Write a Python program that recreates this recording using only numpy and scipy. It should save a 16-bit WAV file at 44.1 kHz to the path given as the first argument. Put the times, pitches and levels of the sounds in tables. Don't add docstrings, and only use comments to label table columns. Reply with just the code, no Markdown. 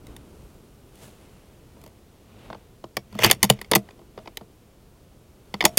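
import sys
import numpy as np
from scipy import signal
from scipy.fft import rfft, irfft, next_fast_len
from scipy.io import wavfile
from scipy.ndimage import uniform_filter1d

SR = 44100
rng = np.random.default_rng(int(sys.argv[2]) if len(sys.argv) > 2 else 0)


def materialize(psi):
    bounded = np.clip(np.atleast_2d(psi).T, -1, 1)
    quanta = np.round(bounded * 32767).astype(np.int16)
    wavfile.write(sys.argv[1], SR, quanta)


N = 254898


def from_db(db):
    return 10 ** (np.asarray(db) / 20)


def rms_one(x):
    return x / np.sqrt(np.mean(x ** 2) + 1e-20)


def filtered(x, kind, hz, order):
    return signal.sosfilt(signal.butter(order, hz, kind, fs=SR, output="sos"), x)


def band(x, low_hz, high_hz, order=2):
    return filtered(x + 1e-18, "band", [low_hz, min(high_hz, .45 * SR)], order)


def coloured(x, spectrum):
    hz, db = np.transpose(spectrum)
    size = next_fast_len(N)
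    f = np.maximum(np.fft.rfftfreq(size, 1 / SR), 1)
    gain = from_db(np.interp(np.log(f), np.log(hz), db))
    gain = gain * np.minimum(f / hz[0], 1) ** 2
    return rms_one(irfft(rfft(x, size) * gain, size)[:N])


def grainy(grain_db, grain_s):
    catch = rms_one(uniform_filter1d(rng.standard_normal(N), max(int(grain_s * SR), 1)))
    strength = from_db(grain_db * np.clip(catch, -2, 2))
    return rms_one(rng.standard_normal(N) * strength)


def resonance(x, hz, width_hz):
    r = np.exp(-np.pi * width_hz / SR)
    numerator = np.array([1, 0, -1]) * (1 - r * r) / 2
    return signal.lfilter(numerator, [1, -2 * r * np.cos(2 * np.pi * hz / SR), r * r], x + 1e-18)


def add(track, s, sound):
    i = round(s * SR)
    track[i:i + len(sound)] += sound[:max(N - i, 0)]


def swells(times, levels_db, rises_s, falls_s, hold_s):
    t, gain = np.arange(N) / SR, np.zeros(N)
    for s, db, rise, fall in zip(times, levels_db, rises_s, falls_s):
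        distance = np.maximum((s - t) / rise, (t - s - hold_s) / fall)
        gain += from_db(db - 20 * np.clip(distance, 0, 10))
    return gain


# frequency in Hz, relative density in dB per Hz.
OUTDOOR_SPECTRUM = [(25, -7), (70, -9), (130, -7.5), (200, -12), (300, -20), (430, -17.5), (700, -22),
                    (1400, -32), (3000, -32.5), (8000, -36.5), (16000, -38)]
OUTDOORS_DB = -56


def outdoor_air():
    return from_db(OUTDOORS_DB) * coloured(rng.standard_normal(N), OUTDOOR_SPECTRUM)


# frequency in Hz, relative density in dB per Hz.
RUMBLE_SPECTRUM = [(15, -41), (25, -5.5), (70, -1.5), (156, -10), (388, -10.5), (659, -22.5), (718, -24.5),
                   (1500, -28.5), (1950, -66), (3300, -120)]
BREEZE_DB = -56


def rumble(mat):
    return np.hypot(mat, from_db(BREEZE_DB)) * coloured(rng.standard_normal(N), RUMBLE_SPECTRUM)


# time of fastest movement in seconds, rustle level in dB,
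# rustle treble in dB over that, rumble on the mat in dB, rise and fall in seconds per 20 dB.
ARM_MOVES = [(.1, -59.5, -5, -47, 0.19, 0.22), (.42, -62, 3, -49, 1, 0.94),
             (1.038, -50.5, 4, -61, .11, 0.12), (1.22, -59, -2.5, -57, 0.39, 1.6),
             (1.84, -70, 4, -54, .25, 0.03), (2.46, -51, -11, -49.5, 0.27, 0.23),
             (3.29, -70.5, -0.5, -48.5, .12, 1.36), (3.87, -61, -3.5, -59.5, .15, 0.2),
             (4.19, -59.5, -6, -62.5, .1, 0.4), (5.7, -56, 0, -47, .4, 2)]
MOVE_HOLD_S = .008


def arm_moves():
    times, rustle_db, treble_db, mat_db, rise_s, fall_s = np.transpose(ARM_MOVES)
    levels = (rustle_db, rustle_db + treble_db, mat_db)
    return [swells(times, db, rise_s, fall_s, MOVE_HOLD_S) for db in levels]


# frequency in Hz, relative density in dB per Hz.
CLOTH_SPECTRUM = [(150, 3.5), (500, 10), (1500, -1.5), (2900, 0), (5000, -7.5), (10000, -6.5),
                  (15000, -14.5)]
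SLEEVE_REST_DB = -69.5
SLEEVE_TREBLE_HZ = 4200


def sleeve(arm, treble):
    cloth = coloured(grainy(grain_db=1.5, grain_s=.003), CLOTH_SPECTRUM)
    low = filtered(cloth, "low", SLEEVE_TREBLE_HZ, order=3)
    high = filtered(cloth, "high", SLEEVE_TREBLE_HZ, order=3)
    rest = from_db(SLEEVE_REST_DB)
    return np.hypot(arm, rest) * low + np.hypot(treble, rest) * high


# time of greatest effort in seconds,
# scrape level in dB, shudder level in dB, rise and fall in seconds per 20 dB.
BOLT_STROKES = [(3.155, -53, -38, 0.09, 0.33), (3.238, -16.5, -22, 0.029, 0.05),
                (3.422, -48, -46, 0.018, 0.26)]
STROKE_HOLD_S = .01
SHUDDER_LAG_S = .02
ROCKING_PER_RUSTLE_DB = -3


def shudder(arm):
    times, _, shudder_db, rise_s, fall_s = np.transpose(BOLT_STROKES)
    effort = swells(times + SHUDDER_LAG_S, shudder_db, rise_s, fall_s, STROKE_HOLD_S)
    effort = effort + from_db(ROCKING_PER_RUSTLE_DB) * arm
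    rocking = rms_one(resonance(rng.standard_normal(N), hz=101, width_hz=42))
    flexing = rms_one(resonance(rng.standard_normal(N), hz=203, width_hz=18))
    return effort * rms_one(band(rocking + from_db(-4.5) * flexing, 50, 400))


# start in seconds, clack level in dB, hardness (edge tick) and
# weight (stock thump) in dB over the clack, favoured stock pitch in Hz.
FINGER_TAPS = [(0.068, -52, 3.5, -11.5, 430), (0.164, -46.5, 4, -10, 270), (0.955, -61, 8, -6, 180),
               (1.768, -65.5, -11, 20, 1000), (1.814, -59, 5, -3, 1000), (1.838, -52, 3, 10, 1000),
               (1.862, -53, 4, 12.5, 990), (1.876, -58, 3, 6, 1000), (2.501, -45.5, -26, 13, 400),
               (2.528, -41.5, -26, 2, 340), (2.546, -49.5, -28, 11, 720), (2.84, -42.5, -19, 7.5, 337),
               (3.126, -49, -7, 3, 191), (3.151, -48, -1, 17.5, 205), (3.888, -50, -21, -0.5, 301),
               (3.907, -51, -9, -3.5, 293), (3.991, -60, -12, 14, 340), (4.014, -67, -7, 22, 340),
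               (4.176, -46, -30.5, 10, 634), (4.187, -50, -20, 2, 630), (4.257, -49.5, -34, -1, 626),
               (4.274, -39, -19, -3, 331), (4.371, -30, -2.5, -23, 483), (4.41, -55.5, -13, 19, 450)]
# weight in dB, favoured steel pitch in Hz.
TAP_PITCHES = [(-11.5, 3900), (4, 1073)]
# start in seconds, clack level in dB, hardness and weight in dB over the clack,
# favoured stock pitch in Hz and favoured steel pitch in Hz, both set by the spot that is struck.
BOLT_BLOWS = [ (2.968, -22, -4, -7.5, 344, 2280), (3.189, -27, -6.5, 0, 635, 2030),
              (3.238, -16.5, 0, -10.5, 450, 3070), (3.2447, -9.5, -3, -12.5, 342, 4650),
              (3.2623, -24.5, 4.5, 5, 700, 2600), (3.299, -17.5, -8, -9.5, 464, 2130),
              (3.3118, -7, -0.5, -24, 182, 9080), (3.4288, -15, 5.5, -11, 205, 9930),
              (3.4313, -15.5, -1, -11, 200, 2051), (3.441, -24, 3, 2, 200, 6600),
              (3.448, -29.5, 5.5, 2.5, 188, 12300), (3.493, -36, -5, -7.5, 202, 2280),
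              (3.4993, -10, 1, -1.5, 156.6, 2968), (3.589, -45.5, -15, -10, 120, 2150),
              (3.614, -34, -0.5, -7.5, 162, 1955), (3.645, -46, -12, -19, 580, 2140),
              (3.7138, -19.5, 3, -7.5, 205, 9880), (3.7163, -19.5, -14, -2, 446, 2180),
              (3.734, -15.5, -14.5, -9, 217, 3590), (3.7511, -15.5, 3, -24.5, 200, 12660),
              (3.7558, -13.5, 0, -3, 345, 8240), (3.762, -26, 5.5, 8, 210, 3230),
              (5.54, -28.5, -13.5, -4, 199, 2050), (5.6063, -19.5, -18.5, -20, 590, 2220),
              (5.611, -21.5, -19, -31, 593, 1900), (5.623, -29.5, -15, 1, 600, 2000),
              (5.64, -28.5, -6.5, 7, 345, 2130), (5.65, -14.5, -17, -29, 360, 6900),
              (5.6521, -9.5, 2.5, -7, 660, 6790), (5.66, -25, -4, -10.5, 705, 2090),
              (5.7725, -17.5, 7.5, -8, 205, 11630), (5.776, -13.5, 1, -37, 1000, 9500)]
REBOUND_STEPS = [22.5, 10.5, 7.5]
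REBOUND_MIN_S, REBOUND_MAX_S, REBOUND_WEIGHT_DB = .006, .016, -8


def contacts():
    taps, bounce = np.array(FINGER_TAPS), np.array(BOLT_BLOWS)
    tap_steel_hz = np.interp(taps[:, 3], *np.transpose(TAP_PITCHES))
    rows = [bounce, np.c_[taps, tap_steel_hz]]
    for loss_db in REBOUND_STEPS:
        bounce = bounce.copy()
        bounce[:, 0] += REBOUND_MIN_S + (REBOUND_MAX_S - REBOUND_MIN_S) * rng.random(len(bounce))
        bounce[:, 1] -= loss_db
        bounce[:, 3] = REBOUND_WEIGHT_DB
        rows.append(bounce)
    return np.vstack(rows)


def push(times, levels_db, contact_s):
    t, out = np.arange(SR // 50) / SR, np.zeros(N)
    pulse = t / contact_s * np.exp(-t / contact_s)
    for s, db in zip(times, levels_db):
        add(out, s, from_db(db) * pulse / pulse.sum())
    return out


# frequency in Hz, relative level in dB, 60 dB decay time in seconds.
STOCK_MODES = [(77, -12, .07), (124, -3, 0.14), (146.4, -1.5, 0.051), (201.2, -3.5, 0.15),
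               (250, -7.5, 0.058), (340, -8.5, 0.08), (450, -11.5, 0.12), (633, -14.5, 0.16),
               (694, -19, .2), (824, -19.5, .04), (960, -21, 0.055)]
SPOT_LOSS_DB_PER_OCTAVE = 2.5


def stock(times, thump_db, favoured_hz, favour_db, spread_octaves, scatter_db):
    out = np.zeros(N)
    chance = rng.standard_normal((len(times), len(STOCK_MODES)))
    for k, (hz, db, t60) in enumerate(STOCK_MODES):
        octaves = np.abs(np.log2(hz / favoured_hz))
        spot_db = favour_db * np.exp(-(octaves / spread_octaves) ** 2) - SPOT_LOSS_DB_PER_OCTAVE * octaves
        blow_db = thump_db + db + spot_db + scatter_db * chance[:, k]
        force = push(times, blow_db, contact_s=.000094)
        r, w = from_db(-60 / (t60 * SR)), 2 * np.pi * hz / SR
        ring = signal.lfilter([0, np.sin(w)], [1, -2 * r * np.cos(w), r * r], force + 1e-18)
        out += (-1) ** k * ring
    return out


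def chatter(times, levels_db, low_hz, high_hz, rise_s, length_s, abruptness):
    t, out = np.arange(SR // 20) / SR, np.zeros(N)
    envelope = (1 - np.exp(-t / rise_s)) * np.exp(-(t / length_s) ** abruptness)
    bursts = band(rng.standard_normal((len(times), len(t))) * envelope, low_hz, high_hz, order=3)
    for s, db, burst in zip(times, levels_db, bursts):
        unit_burst = burst * np.sqrt(.004 * SR / np.sum(burst ** 2))
        add(out, s, from_db(db) * unit_burst)
    return out


def pings(times, levels_db, pitches_hz, t60_s, rise_s):
    t, out = np.arange(SR // 12) / SR, np.zeros(N)
    for s, db, hz in zip(times, levels_db, pitches_hz):
        decay = from_db(-60 * t / t60_s * (hz / 2000) ** 0.27)
        envelope = (1 - np.exp(-t / rise_s)) * decay
        add(out, s, from_db(db) * envelope * np.sin(2 * np.pi * hz * t))
    return out


# frequency in Hz, width in Hz, relative level in dB.
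STEEL_MODES = [(1990, 380, -1.5), (2256, 39, -3.5), (2520, 65, -15), (2630, 99, -6.5), (3040, 160, -8),
               (3400, 52, -9), (3440, 230, -4), (4750, 330, 4.5), (5180, 190, -5), (5580, 24, -2),
               (6244, 98, -3), (7000, 320, 5), (8300, 230, -8), (9080, 290, 5), (9750, 37, -6.5),
               (10370, 100, -1.5), (11850, 1300, -5), (12600, 333, -7), (14200, 170, -10), (15600, 220, -4)]


def steel(force, direct_db, ring_db, dip_hz=4000, dip_width_hz=550):
    force = force - 0.72 * resonance(force, dip_hz, dip_width_hz)
    rings = np.zeros(N)
    for k, (hz, width_hz, db) in enumerate(STEEL_MODES):
        rings += (-1) ** k * from_db(db) * resonance(force, hz, width_hz)
    return from_db(direct_db) * force + from_db(ring_db) * rings


KNOCK_PER_WEIGHT, KNOCK_PER_HARDNESS = .5, -.22


def clacks():
    times, clack_db, hardness_db, weight_db, stock_hz, steel_hz = contacts().T
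    thump_db, tick_db = clack_db + weight_db, clack_db + hardness_db
    knock_db = clack_db + KNOCK_PER_WEIGHT * weight_db + KNOCK_PER_HARDNESS * hardness_db
    thump = from_db(1.0) * stock(times, thump_db, stock_hz, favour_db=9.5, spread_octaves=.13, scatter_db=2.0)
    knock = from_db(2.0) * chatter(times, knock_db, low_hz=343, high_hz=1060,
                                   rise_s=.0012, length_s=.0046, abruptness=1.0)
    clack = from_db(0.78) * chatter(times, clack_db, low_hz=1750, high_hz=4860,
                                    rise_s=.0012, length_s=.0021, abruptness=.94)
    tick = from_db(0.3) * chatter(times, tick_db, low_hz=4630, high_hz=17000,
                                  rise_s=.00069, length_s=.00097, abruptness=.72)
    ping_db = np.select([steel_hz < 1400, steel_hz < 5000], [knock_db - 8.5, clack_db + 0.5], tick_db)
    ping = from_db(9.5) * pings(times, ping_db, steel_hz, t60_s=.017, rise_s=.001)
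    return thump + knock + ping + steel(clack + tick, direct_db=-4.0, ring_db=0)


# frequency in Hz, relative density in dB per Hz.
SCRAPE_SPECTRUM = [(400, -3), (900, -1.5), (1450, -3.5), (2100, -1), (2700, 2.5), (3300, -2.5), (4000, -6),
                   (4700, -6.5), (6500, -9), (9000, -18.5), (15000, -18)]
RASP_DB, RASP_LAG_S = -12.5, .015


def bolt_slide():
    times, scrape_db, _, rise_s, fall_s = np.transpose(BOLT_STROKES)
    scrape_noise = coloured(grainy(grain_db=5.0, grain_s=.0018), SCRAPE_SPECTRUM)
    scrape = swells(times, scrape_db, rise_s, fall_s, STROKE_HOLD_S) * scrape_noise
    rasp_db = scrape_db + RASP_DB + .3 * (scrape_db - scrape_db.max())
    friction = swells(times + RASP_LAG_S, rasp_db, rise_s, fall_s, hold_s=.028)
    rasp = friction * rms_one(resonance(grainy(grain_db=3.5, grain_s=.001), hz=2640, width_hz=350))
    return steel(scrape, direct_db=-1.0, ring_db=-4.5) + band(rasp, 1900, 3400)


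def surroundings(x, wet_db, t60_s, delay_s, top_hz):
    t = np.arange(SR // 2) / SR
    decay = from_db(-60 * t / t60_s) * (1 - np.exp(-(t / delay_s) ** 2))
    tail = rng.standard_normal(len(t)) * decay
    tail = filtered(tail / np.sqrt(np.sum(tail ** 2)), "low", min(top_hz, .45 * SR), order=1)
    return from_db(wet_db) * signal.fftconvolve(x, tail)[:N]


def scene():
    arm, treble, mat = arm_moves()
    background = outdoor_air() + rumble(mat)
    rifle = shudder(arm) + clacks() + bolt_slide()
    tail = surroundings(rifle, wet_db=-27.5, t60_s=.084, delay_s=.016, top_hz=9000)
    return (background + sleeve(arm, treble) + rifle + tail)[None]


CUTOFF_HZ = 15900


def record(dry):
    clipped = dry / (1 + dry ** 8) ** (1 / 8)
    return signal.sosfilt(signal.ellip(10, .2, 80, CUTOFF_HZ, fs=SR, output="sos"), clipped)


dry = scene()
out = record(dry)
materialize(out)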